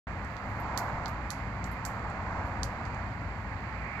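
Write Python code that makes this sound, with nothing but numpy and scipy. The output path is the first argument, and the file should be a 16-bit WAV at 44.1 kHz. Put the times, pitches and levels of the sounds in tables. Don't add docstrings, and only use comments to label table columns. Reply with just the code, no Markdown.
import sys
import numpy as np
from scipy import signal
from scipy.fft import rfft, irfft
from scipy.io import wavfile
from scipy.ndimage import uniform_filter1d

SR = 44100
rng = np.random.default_rng(int(sys.argv[2]) if len(sys.argv) > 2 else 0)


def wav_out(sig):
    wavfile.write(sys.argv[1], SR, np.round(np.clip(np.atleast_2d(sig).T, -1, 1) * 32767).astype(np.int16))


N = 176400


def undb(db):
    return 10 ** (np.asarray(db) / 20)


def unit(x):
    return x / np.sqrt(np.mean(x ** 2))


def curve(table, column=1, size=N):
    rows = np.array(table, float)
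    return np.interp(np.log(np.fft.rfftfreq(size, 1 / SR) + 1), np.log(rows[:, 0]), rows[:, column])


def noise(colour):
    return unit(irfft(rfft(rng.standard_normal(N)) * undb(curve(colour)), N))


def waver(rate_hz):
    hold = int(SR / rate_hz)
    steps = rng.standard_normal(N)[np.arange(N) // hold]
    return unit(uniform_filter1d(uniform_filter1d(steps, hold), hold))


def add(track, start_s, sound):
    i = int(start_s * SR)
    track[i:i + len(sound)] += sound[:N - i]


# frequency in Hz, left minus right in dB, likeness 0-1.
MIC_PAIR = [(60, 2.73, .99), (198, -0.04, .99), (482, 2.5, 0.9), (915, -1, 0.93), (1190, -7.5, 0.82),
            (1500, -8, 0.73), (2320, -16, 0.47), (3200, -6, 0.14), (4000, -17, 0.3), (5000, -28, 0),
            (8000, -40, 0.3)]
# frequency in Hz, lead in seconds.
LEFT_LEAD = [(1050, 0), (1400, .0001), (2000, .00014), (2500, .0002)]


def distant(colour):
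    right, unrelated = noise(colour), noise(colour)
    likeness = np.clip(curve(MIC_PAIR, column=2), 0, 1)
    left = likeness * rfft(right) + np.sqrt(1 - likeness ** 2) * rfft(unrelated)
    advance = np.exp(2j * np.pi * np.fft.rfftfreq(N, 1 / SR) * curve(LEFT_LEAD))
    return np.array([irfft(left * undb(curve(MIC_PAIR)) * advance, N), right])


# frequency in Hz, relative spectral level in dB.
ENGINE_COLOUR = [(20, -39), (33, -34), (44, -9.5), (60, 1.5), (76, -3.5), (98, 1), (130, -6), (200, -8),
                 (280, -14.5), (400, -25.5), (700, -26.5), (2000, -82)]
ROAD_COLOUR = [(200, -15.5), (450, -10.5), (800, -1.5), (1100, 1.5), (1500, -1.5), (2100, -0.5), (2550, -9),
               (3000, -19.5), (3600, -24), (4600, -19.5), (5400, -31), (7600, -28.5), (8700, -58),
               (16000, -72)]
TYRE_COLOUR = [(200, -7), (400, -18), (680, -5.5), (980, -2), (1250, -4.5), (1600, -7.5), (2200, -16),
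               (3100, -37), (4600, -35.5), (5500, -39.5), (7500, -36.5), (8800, -71)]
# peak time in seconds, half length in seconds, level in dB.
CAR_PASSES = [(0.83, 0.32, -35), (2.36, 0.45, -36.5), (1.88, 0.067, -45.5), (2.88, .25, -46)]


def traffic(t, road_db=-39.5, engine_db=-39):
    car_power = sum(undb(db) ** 2 / (1 + ((t - peak) / half) ** 2) ** 2 for peak, half, db in CAR_PASSES)
    roar = np.sqrt(car_power) * distant(TYRE_COLOUR) + undb(road_db) * distant(ROAD_COLOUR)
    flutter = undb(.4 * waver(14))
    rumble = undb(engine_db + waver(8)) * distant(ENGINE_COLOUR)
    return roar * flutter + rumble


# frequency in Hz, relative spectral level in dB.
HISS_COLOUR = [(3000, 8), (8000, -7), (9200, -8.5), (11000, 3), (13000, 4), (15500, 0.5)]


def hiss(level_db=-75):
    return undb(level_db) * np.array([noise(HISS_COLOUR), noise(HISS_COLOUR)])


def decay(t, t60_s, rise_s):
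    return undb(-60 * t / t60_s) * (1 - np.exp(-t / rise_s))


def unit_attack(x):
    return x / np.sqrt(np.mean(x[:int(.002 * SR)] ** 2))


# frequency in Hz, relative level in dB, seconds to fall 60 dB.
POD_MODES = [(2600, -8, 0.01), (3200, 3, 0.0019), (4600, 17.5, 0.0023), (5180, -2, 0.0059),
             (5670, 11, 0.0032), (6850, -1.5, 0.01), (7490, 5.5, 0.011)]
RING_OCTAVES = .43


def pod_ring(centre_hz, grip_detune=.025, tear_s=.0022, tear_db=-13.5):
    t = np.arange(1024) / SR
    ring = 0
    for k, (hz, db, t60) in enumerate(POD_MODES):
        weight = undb(db) * np.exp(-.5 * (np.log2(hz / centre_hz) / RING_OCTAVES) ** 2)
        gripped_hz = hz * (1 + grip_detune * rng.standard_normal())
        ring += (-1) ** k * weight * decay(t, t60, rise_s=.0002) * np.sin(2 * np.pi * gripped_hz * t)
    tear = np.interp(t - tear_s * rng.uniform(.8, 1.0), t, ring, left=0)
    return unit_attack(ring + undb(tear_db) * tear)


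def noise_band(centre_hz, octaves, colour=None):
    size = SR // 2
    hz = np.fft.rfftfreq(size, 1 / SR) + 1
    gain = np.exp(-.5 * (np.log2(hz / centre_hz) / octaves) ** 2)
    if colour is not None:
        gain *= undb(curve(colour, size=size))
    return unit(irfft(rfft(rng.standard_normal(size)) * gain))


def splinter_snap(t, centre_hz, octaves):
    return unit_attack(decay(t, t60_s=.006, rise_s=.0003) * noise_band(centre_hz, octaves))


def foliage(t, leaves_db=-4.5, leaves_t60_s=.11, grove_db=-15.5, grove_t60_s=.42):
    power = 0
    for db, t60 in ((leaves_db, leaves_t60_s), (grove_db, grove_t60_s)):
        tail = decay(t, t60, rise_s=.0034)
        power += (undb(db) * tail / np.linalg.norm(tail)) ** 2
    return np.sqrt(power)


# start in seconds, ring level in dB, ring centre
# in Hz, ring echo offset in dB, snap level in dB, snap centre in Hz, snap width in octaves,
# snap echo offset in dB.
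POD_CRACKS = [ (0.248, -52, 6000, -10, -58, 8000, .45, -9), (0.3675, -43.5, 4200, 0, -72, 10000, 0.18, 4),
              (.6005, -58, 6500, -1, -48, 12600, 0.073, 2), (0.7757, -24, 5430, -1, -36.5, 12050, 0.24, 8),
              (1.0587, -31.5, 4300, -5, -61, 12000, .2, 9), (1.0815, -43, 5400, 1, -52.5, 12100, 0.23, 8),
              (1.3043, -28.5, 5450, 1, -36, 11000, 0.17, 0.5), (1.6418, -37.5, 6350, -4, -60, 11800, .2, 9),
              (1.7157, -56, 6500, -1, -49.5, 11600, .16, 4.5),
              (1.8517, -29.5, 6440, 1.5, -41.5, 11800, 0.22, 8), (2.1, -51, 7000, -11, -50, 7040, .05, -6),
              (2.4620, -67, 6000, 3, -69, 11600, .13, 15),
              (2.6326, -24, 5300, -4, -49.5, 10900, 0.26, 12.5),
              (2.8530, -45.5, 4800, 3, -71, 11300, .12, 4), (2.9468, -50, 5500, -3, -80, 11000, .2, 3)]
# frequency in Hz, relative spectral level in dB.
RING_ECHO_COLOUR = [(1800, -28), (3000, 0), (3800, -8), (4500, -1), (5400, -8.5), (7600, -1.5), (8600, -10),
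                    (11000, -26), (16000, -43)]
LEFT_DIRECT_DB, LEFT_FOLIAGE_DB, LEFT_SNAP_LIFT_DB, LEFT_EARLY_S = -34, -19.5, 7, .00027


def cockatoo():
    out, t = np.zeros((2, N)), np.arange(SR // 2) / SR
    echo_envelope = foliage(t)
    microphones = ((LEFT_DIRECT_DB, LEFT_FOLIAGE_DB, LEFT_SNAP_LIFT_DB, LEFT_EARLY_S), (0, 0, 0, 0))
    for start, ring_db, ring_hz, ring_echo_db, snap_db, snap_hz, octaves, snap_echo_db in POD_CRACKS:
        ring = undb(ring_db) * pod_ring(ring_hz)
        snap = undb(snap_db) * splinter_snap(t, snap_hz, octaves)
        for track, (direct_db, foliage_db, lift_db, early_s) in zip(out, microphones):
            add(track, start - early_s, undb(direct_db) * ring)
            add(track, start - early_s, undb(direct_db + lift_db) * snap)
            blurred_ring = noise_band(ring_hz, RING_OCTAVES, RING_ECHO_COLOUR)
            ring_echo = undb(ring_echo_db) * np.linalg.norm(ring) * blurred_ring
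            snap_echo = undb(snap_echo_db + lift_db) * np.linalg.norm(snap) * noise_band(snap_hz, octaves)
            add(track, start, undb(foliage_db) * echo_envelope * (ring_echo + snap_echo))
    return out


# peak time in seconds, spread in seconds (one standard deviation of a
# Gaussian swell), level in dB.
LEAF_BRUSHES = [(0.328, 0.058, -74), (0.544, .06, -68.5), (.90, .03, -74), (1.682, 0.03, -68),
                (3.41, .04, -77)]
# frequency in Hz, relative spectral level in dB.
LEAF_COLOUR = [(3000, -20), (7000, 8), (9000, -13), (11000, -1), (13000, 2), (15500, -6)]


def leaf_rustle(t):
    touch = sum(undb(db) * np.exp(-.5 * ((t - peak) / half) ** 2) for peak, half, db in LEAF_BRUSHES)
    touch *= undb(2.8 * waver(90))
    return touch * np.array([undb(LEFT_FOLIAGE_DB) * noise(LEAF_COLOUR), noise(LEAF_COLOUR)])


# peak time in seconds, half length in seconds, level in dB.
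SWISH_SWELL = (3.95, 0.17, -39)
# frequency in Hz, relative spectral level in dB.
SWISH_SPECTRUM = [(900, -17), (1600, -2.5), (2100, 9.5), (2450, 1.5), (3000, -22), (6000, -66)]


def far_swish(t):
    peak, half, db = SWISH_SWELL
    return undb(db) / (1 + ((t - peak) / half) ** 2) * distant(SWISH_SPECTRUM)


def scene():
    t = np.arange(N) / SR
    return cockatoo() + leaf_rustle(t) + traffic(t) + far_swish(t) + hiss()


def record(dry):
    open_s, fade_s, top_hz = .069, .002, 15600
    opened = np.clip((np.arange(N) / SR - open_s) / fade_s, 0, 1)
    return signal.sosfilt(signal.ellip(10, .2, 80, top_hz, fs=SR, output="sos"), dry * opened)


dry = scene()
out = record(dry)
wav_out(out)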